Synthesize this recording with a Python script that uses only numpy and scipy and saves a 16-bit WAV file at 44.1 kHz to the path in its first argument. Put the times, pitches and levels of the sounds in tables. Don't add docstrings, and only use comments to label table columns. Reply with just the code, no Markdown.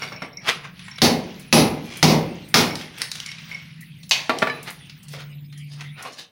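import sys
import numpy as np
from scipy import signal
from scipy.fft import rfft, irfft, next_fast_len
from scipy.io import wavfile
from scipy.ndimage import uniform_filter1d, minimum_filter1d, map_coordinates

SR = 44100
rng = np.random.default_rng(int(sys.argv[2]) if len(sys.argv) > 2 else 0)


def persist_wave(psi):
    counts = np.round(np.clip(psi, -1, 1) * 32767).astype(np.int16)
    wavfile.write(sys.argv[1], SR, np.atleast_2d(counts).T)


N = 278263
T = np.arange(int(.8 * SR)) / SR

# (time [s], crack [dB], wall boom [dB], chisel zing [dB], relative brick crunch [dB], crunch centre [Hz])
BLOW_EVENTS = [(1.0182, -9, -10, -28, -9.5, 4740), (1.5268, -5.5, -6, -15.5, -11, 1000),
               (2.0279, -5.5, -5, -44, -7.5, 4300), (2.5418, -6.5, -13, -60.5, -5, 1690)]
# (frequency [Hz], width [Hz])
CHISEL_MODES = [(2210, 120), (5480, 130), (10150, 880)]
# (frequency [Hz], relative level [dB])
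THUD_COLOUR = [(59, -52), (100, -6), (252, -5.5), (367, -4), (646, -4), (849, -6), (1370, -8), (1590, -8.5),
               (2420, -7.5), (3390, -18), (4000, -15.5), (7200, -36), (15000, -43.5)]


def amp(db):
    return 10 ** (np.asarray(db) / 20)


def unit(x):
    return x / np.sqrt(np.mean(x ** 2) + 1e-20)


def along(points, hz):
    f, v = np.transpose(points)
    return np.interp(np.log(hz + 1), np.log(f + 1), v)


def add(track, time_s, x):
    i = max(round(time_s * SR), 0)
    track[i:i + len(x)] += x[:max(N - i, 0)]


def filtered(x, gain):
    size = next_fast_len(len(x) + 8192)
    return irfft(rfft(x, size) * gain(np.fft.rfftfreq(size, 1 / SR)), size)[:len(x)]


def shaped(points):
    return lambda hz: amp(along(points, hz))


def hill(centre_hz, octaves, skirt_db):
    # (frequency [Hz], relative level [dB])
    brick_colour = [(40, -30), (130, -24), (300, 0), (6000, -3.5), (7500, -8.5), (10000, -2.5),
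                    (12500, -10), (15500, -5)]

    def gain(hz):
        away_octaves = np.log2((hz + 1) / centre_hz)
        peak = np.exp(-.5 * (away_octaves / octaves) ** 2)
        skirt = amp(skirt_db) / (1 + ((away_octaves + 0.68) / 3.08) ** 4)
        return shaped(brick_colour)(hz) * (peak + skirt)
    return gain


def lumpy(gain, spacing_hz, depth_db):
    bumps = rng.standard_normal(2048)
    return lambda hz: gain(hz) * amp(depth_db * map_coordinates(bumps, [hz / spacing_hz], mode="mirror"))


def steel(centre_hz, width_hz):
    return lambda hz: 1 / (1 + ((hz - centre_hz) / (width_hz / 2)) ** 2)


def noise(gain, size=len(T)):
    return unit(filtered(rng.standard_normal(size), gain))


def patchy(x, depth_db):
    z = signal.stft(x, nperseg=512)[2]
    field = uniform_filter1d(rng.standard_normal(z.shape), size=7, axis=0)
    field = uniform_filter1d(field, size=14, axis=1)
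    return unit(signal.istft(z * amp(depth_db * unit(field)), nperseg=512)[1][:len(x)])


def dying(x):
    # (frequency [Hz], t60 [s])
    room_decay = [(150, 0.82), (700, 0.6), (3000, 0.36), (6000, 0.3), (14000, 0.35)]
    hz, t, z = signal.stft(x, SR, nperseg=256)
    fade = amp(-60 * t / along(room_decay, hz)[:, None])
    return signal.istft(z * fade, SR, nperseg=256)[1][:len(x)]


def in_room(x, wet_db):
    tail = dying(rng.standard_normal(len(T))) * (1 - np.exp(-T / 0.00043))
    response = amp(wet_db) * tail / np.linalg.norm(tail)
    response[0] = 1
    return signal.fftconvolve(x, response)[:len(x)]


def burst(gain, t60_s):
    fade = amp(-60 * T / t60_s)
    x = noise(gain) * fade
    return x * np.linalg.norm(fade) / np.linalg.norm(x)


def contact_t60(full_force_s, db):
    softer_db_per_doubling = 11
    return full_force_s * 2 ** (-db / softer_db_per_doubling)


def ringing(modes):
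    out = 0
    for hz, db, t60_s in modes:
        level = amp(db + rng.normal(0, 1) - 60 * T / t60_s)
        out = out + level * np.sin(2 * np.pi * (hz + rng.normal(0, 3.2)) * T)
    return out


def chord(lines):
    out = 0
    for hz, db in lines:
        level = amp(db + rng.normal(0, 2))
        out = out + level * np.sin(2 * np.pi * (hz * T + rng.random()))
    return unit(out)


def blows():
    # (frequency [Hz], relative level [dB])
    wall_modes = [(156.1, -28.5), (236.9, -28), (344.5, -65), (430.7, -35), (516.8, -42.5), (753.7, -40),
                  (812.9, -39.5), (925.9, -53.5), (1270, -52)]
    # (frequency [Hz], relative level [dB])
    bar_modes = [(2116, -27), (2283, -35), (2487, -27.5), (2891, -33), (4517, -38.5), (5093, -45.5),
                 (5620, -70), (5685, -49), (5722, -62), (5873, -48)]
    # (frequency [Hz], relative level [dB])
    crack_colour = [(530, -21), (900, -6.5), (1100, -10.5), (1200, -12), (1590, -11), (2120, -7),
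                    (3260, -7), (4410, -2.5), (5820, -4.5), (7490, -21.5), (9200, -20.5), (10100, -16),
                    (11800, -22.5), (15100, -21), (16000, -16)]
    # (frequency [Hz], relative level [dB])
    boom_colour = [(30, -42.5), (70, -16), (120, -12), (170, -2), (300, -5.5), (500, -8.5), (800, -11),
                   (1300, -21), (3000, -52.5)]
    out = np.zeros(N)
    for time_s, crack_db, boom_db, zing_db, crunch_db, crunch_hz in BLOW_EVENTS:
        colour = lumpy(shaped(crack_colour), spacing_hz=94.5, depth_db=2.5)
        direct = burst(lambda hz: colour(hz) / (1 + (hz / 8000) ** 4), t60_s=0.037)
        reflected = dying(noise(colour))
        grip = np.array([1 + 0.01 * rng.standard_normal(), 1])
        bar_ring = chord(grip * bar_modes) * amp(-60 * T / 0.53)
        crack = amp(6) * direct + reflected + amp(-18.5) * bar_ring

        shudder = amp(-18.5) / (1 + (T / 0.116) ** 4) + amp(-3.0)
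        wall_ring = chord(wall_modes) * amp(-60 * T / .5)
        boom = amp(-1.5) * wall_ring + shudder * dying(noise(shaped(boom_colour)))
        swell = 1 - np.exp(-T / 0.0034)

        zing = dying(noise(steel(*CHISEL_MODES[2])))

        fractures = rng.standard_normal(len(T)) * (rng.random(len(T)) < 700 / SR)
        crunch_colour = lumpy(hill(crunch_hz, octaves=0.8, skirt_db=-16), spacing_hz=200, depth_db=5)
        crunch = unit(filtered(fractures, crunch_colour))
        crunch = in_room(crunch * swell * amp(-60 * T / 0.2), wet_db=-8.5)

        blow = amp(crack_db) * crack + amp(boom_db) * boom * swell
        blow = blow + amp(zing_db) * zing + amp(crunch_db - 7.5) * crunch
        add(out, time_s, blow)
    return out


def chips():
    # (time [s], relative level [dB], centre [Hz])
    chip_hits = [(0.4955, -13, 2880), (0.792, -37.5, 2600), (0.8821, -31, 1850), (0.983, -26.5, 2160),
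                 (1.396, -43, 10500), (1.971, -33.5, 10500), (2.486, -44, 12000), (2.7544, -21, 4350),
                 (2.8107, -26.5, 2396), (2.982, -40, 9000), (3.018, -3.5, 3900), (3.1153, -18.5, 4480),
                 (3.154, -26, 3440), (3.201, -20.5, 3550), (3.261, -26, 4600), (3.315, -32.5, 2970),
                 (3.384, -38.5, 3080), (3.808, -43.5, 11850), (4.0308, -41, 4300), (4.093, -32, 6760),
                 (4.3862, -21, 4900), (4.6285, -37, 9700), (4.703, -35, 10900), (4.8957, -38, 3220),
                 (5.029, -47.5, 9100), (5.083, -40.5, 5800), (5.122, -46.5, 13100), (5.525, -45, 3000),
                 (5.576, -47.5, 7000), (5.8073, -31.5, 3230), (6.025, -34, 7000)]
    out = np.zeros(N)
    for time_s, db, hz in chip_hits:
        colour = lumpy(hill(hz, octaves=0.66, skirt_db=-17), spacing_hz=140, depth_db=2)
        tick = burst(colour, contact_t60(0.0047, db))
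        tick = tick * (1 - np.exp(-T / 0.00063))
        add(out, time_s, amp(db + 2.0) * in_room(tick, wet_db=-3))
    return out


def shard():
    # (time [s], level [dB])
    shard_hits = [(4.111, -2.5), (4.1181, -5), (4.133, -18)]
    # (frequency [Hz], relative level [dB])
    clack_colour = [(180, -69), (300, -41), (835, -17), (1140, -16), (1260, -33), (2480, -2.5),
                    (5480, -12.5), (6460, -20.5), (7500, -32), (15500, -45.5)]
    # (frequency [Hz], relative level [dB], t60 [s])
    shard_modes = [(2500, -0.5, 0.2), (2640, -5.5, 0.18), (2945, 0.5, 0.18), (4400, -10, 0.26),
                   (4570, -14, 0.21), (6400, -8.5, 0.19)]
    out = np.zeros(N)
    for time_s, db in shard_hits:
        clack = burst(lumpy(shaped(clack_colour), spacing_hz=150, depth_db=1.5), t60_s=0.0084)
        hit = in_room(clack, wet_db=1.5) + amp(-19) * ringing(shard_modes)
        add(out, time_s, amp(db) * hit)
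    return filtered(out, lambda hz: hz ** 2 / (hz ** 2 + 450 ** 2))


def debris_flow():
    # (time [s], relative level [dB])
    other_spills = [(.72, -46.5), (3.12, -42), (4.15, -41), (5.7, -63)]
    blow_spill_db, rise_s, fall_s = -44, 0.11, 0.32
    power = np.zeros(N)
    for time_s, db in [(blow[0], blow_spill_db) for blow in BLOW_EVENTS] + other_spills:
        age_s = np.maximum(np.arange(N) / SR - time_s, 0)
        power += (amp(db) * (1 - np.exp(-age_s / rise_s)) * np.exp(-age_s / fall_s)) ** 2
    return np.sqrt(power)


def crumbs():
    out, t = np.zeros(N), T[:500]
    for when, pitch, size in rng.random((1500, 3)):
        hz = 1900 * 3.4 ** pitch
        envelope = np.exp(-t * hz / 3) - np.exp(-t * hz)
        add(out, when * N / SR, amp(28 * size) * np.sin(2 * np.pi * hz * t) * envelope)
    trickle = unit(in_room(out, wet_db=-2))
    dust = noise(hill(2500, octaves=0.87, skirt_db=-24.5), size=N)
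    return debris_flow() * (trickle + amp(4) * dust)


def knocks():
    # (time [s], level [dB])
    knock_hits = [(.021, -31.5), (.12, -35), (0.2206, -27), (4.2947, -12), (4.2999, -16.5), (4.4209, -16.5),
                  (4.4258, -12), (4.471, -20.5), (5.137, -40), (6.051, -36.5)]
    # (frequency [Hz], relative level [dB], t60 [s])
    slab_modes = [(253.6, 0, 0.41), (471.7, 0.5, 0.41), (641, 11, 0.098), (994, -4.5, 0.15),
                  (1160, 3, 0.37), (1379, 17, 0.037), (1570, -26, 0.21)]
    # (time [s], level [dB])
    head_hits = [(4.472, -38), (4.499, -32)]
    # (frequency [Hz], relative level [dB], t60 [s])
    head_modes = [(1744, 6.5, 0.19), (2260, 14.5, 0.046), (3000, -4.5, 0.26), (3980, -1.5, 0.32),
                  (4940, -4, 0.081)]
    out = np.zeros(N)
    for time_s, db in knock_hits:
        contact = burst(shaped(THUD_COLOUR), contact_t60(0.024, db))
        bump = in_room(contact, wet_db=-6.0) + amp(-17.5) * ringing(slab_modes)
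        add(out, time_s, amp(db) * bump)
    for time_s, db in head_hits:
        add(out, time_s, amp(db) * ringing(head_modes))
    return filtered(out, lambda hz: hz ** 2 / (hz ** 2 + 90 ** 2))


def clinks():
    # (time [s], level [dB], upper mode relative to lower [dB])
    clink_hits = [(.0203, -28.5, 2), (.1236, -41.5, 6.5), (.162, -40.5, 6), (.222, -45, 11), (.33, -56, 13),
                  (.3716, -37.5, 10.5), (.9132, -46.5, 13), (.96, -45.5, 9.5), (2.708, -32.5, 3),
                  (3.26, -35, -6), (3.288, -33, 1), (3.314, -47, 12), (3.5144, -30, -12),
                  (3.5463, -32, -1.5)]
    out = np.zeros(N)
    for time_s, db, upper_db in clink_hits:
        lower = burst(steel(*CHISEL_MODES[0]), t60_s=0.14)
        upper = burst(steel(*CHISEL_MODES[1]), t60_s=0.033)
        ring = (lower + amp(upper_db) * upper) * (1 - np.exp(-T / 0.00029))
        add(out, time_s, amp(db) * in_room(ring, wet_db=-5.5))
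    return out


def scrapes():
    # (peak time [s], fall time constant [s], level [dB], centre [Hz])
    scrape_strokes = [(.035, 0.052, -33.5, 2200), (.488, .035, -23, 1800), (.491, .012, -13.5, 2300),
                      (.65, 0.033, -36.5, 1730), (1.941, 0.12, -38.5, 2820), (2.8, 0.044, -37, 3220),
                      (3.005, .05, -33, 2530), (3.16, .05, -41, 4220), (3.521, .08, -42, 2600),
                      (4.682, .023, -30.5, 1850), (5.14, 0.041, -40.5, 3500), (5.203, .033, -39, 2290),
                      (5.735, .05, -45.5, 3970), (5.815, 0.035, -39.5, 2050), (6.0, 0.029, -35, 1870),
                      (6.06, .03, -36.5, 610), (6.069, 0.033, -40.5, 3240), (6.135, 0.02, -42.5, 5250),
                      (6.196, 0.032, -36.5, 3930)]
    out = np.zeros(N)
    for peak_s, fall_s, db, hz in scrape_strokes:
        rise_s = .55 * fall_s
        octaves = 0.72 * (2000 / hz) ** 0.4
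        start_s = max(peak_s - 4 * rise_s, 0)
        t = T + start_s - peak_s
        slips = rng.standard_normal(len(T)) * (rng.random(len(T)) < 4000 / SR)
        colour = lumpy(hill(hz, octaves, skirt_db=-13), spacing_hz=160, depth_db=3)
        grit = patchy(filtered(slips, colour), depth_db=1.5)
        rub = amp(-14) * unit(filtered(slips, shaped(THUD_COLOUR)))
        stroke = np.exp(np.minimum(t / rise_s, -t / fall_s))
        add(out, start_s, amp(db) * in_room((grit + rub) * stroke, wet_db=-13.5))
    return out


def hum():
    # (start [s], end [s], frequency [Hz], sine peak level [dB])
    hum_stretches = [(0.705, 0.897, 183, -44.5), (3.325, 4.087, 163, -45), (3.54, 4.95, 141, -48.5),
                     (5.113, 5.93, 145.5, -35.5)]
    fade_s, drift_rms_hz = .06, 0.79
    t, out = np.arange(N) / SR, np.zeros(N)
    waver = 1 + 0.038 * noise(lambda f: 1 / (1 + (f / 12) ** 4), size=N)
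    drift_hz = drift_rms_hz * noise(lambda f: 1 / (1 + (f / 3) ** 4), size=N)
    for start_s, end_s, hz, db in hum_stretches:
        present = np.clip(np.minimum(t - start_s, end_s - t) / fade_s + 1, 0, 1)
        out += present * amp(db) * np.sin(2 * np.pi * np.cumsum(hz + drift_hz) / SR)
    return waver * out


def air():
    # (frequency [Hz], relative level [dB])
    rumble_colour = [(20, -29.5), (76, -22), (150, -5), (260, -22), (400, -39), (1200, -67), (3000, -79)]
    # (frequency [Hz], relative level [dB])
    hiss_colour = [(300, -13), (1400, -18), (2100, 6), (3000, -0.5), (4800, -12), (7200, -19.5),
                   (10000, -8.5), (13000, -17.5), (15800, -6.5)]
    fade_start_s, fade_db_per_s = 5.94, 50.5
    fade = amp(-fade_db_per_s * np.maximum(np.arange(N) / SR - fade_start_s, 0))
    rumble = amp(-47) * noise(shaped(rumble_colour), size=N)
    hiss = amp(-50.5) * patchy(noise(shaped(hiss_colour), size=N), depth_db=7.5)
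    return fade * (rumble + hiss)


def scene():
    tools_and_debris = blows() + chips() + shard() + crumbs() + knocks() + clinks() + scrapes()
    return (tools_and_debris + hum() + air())[None]


def limited(x, ceiling_db, release_db_per_s):
    power = signal.lfilter(np.ones(128) / 128, 1, x ** 2)
    over_db = np.maximum(10 * np.log10(np.abs(power) + 1e-12) - ceiling_db, 0)
    climb_db = release_db_per_s * np.arange(N) / SR
    cut_db = np.maximum.accumulate(over_db + climb_db) - climb_db
    return x * amp(-uniform_filter1d(cut_db, size=64))


def peak_held(x):
    needed_gain = 1 / np.maximum(np.abs(x), 1)
    return x * uniform_filter1d(minimum_filter1d(needed_gain, size=41), size=41)


def suppressed(x, threshold_db, depth_db):
    z = signal.stft(x, nperseg=256)[2]
    power = uniform_filter1d(np.abs(z) ** 2, size=9, axis=0)
    power = np.abs(uniform_filter1d(power, size=5, axis=1))
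    quiet = 1 / (1 + (power / amp(threshold_db) ** 2) ** 2)
    return signal.istft(z * amp(-depth_db * quiet), nperseg=256)[1][:N]


def record(dry):
    top_hz = 15900
    x = peak_held(limited(dry[0], ceiling_db=-9, release_db_per_s=145.5))
    x = suppressed(x, threshold_db=-77, depth_db=6.5)
    return filtered(x, lambda hz: (hz < top_hz) * hz / np.hypot(hz, 20))[None]


dry = scene()
out = record(dry)
persist_wave(out)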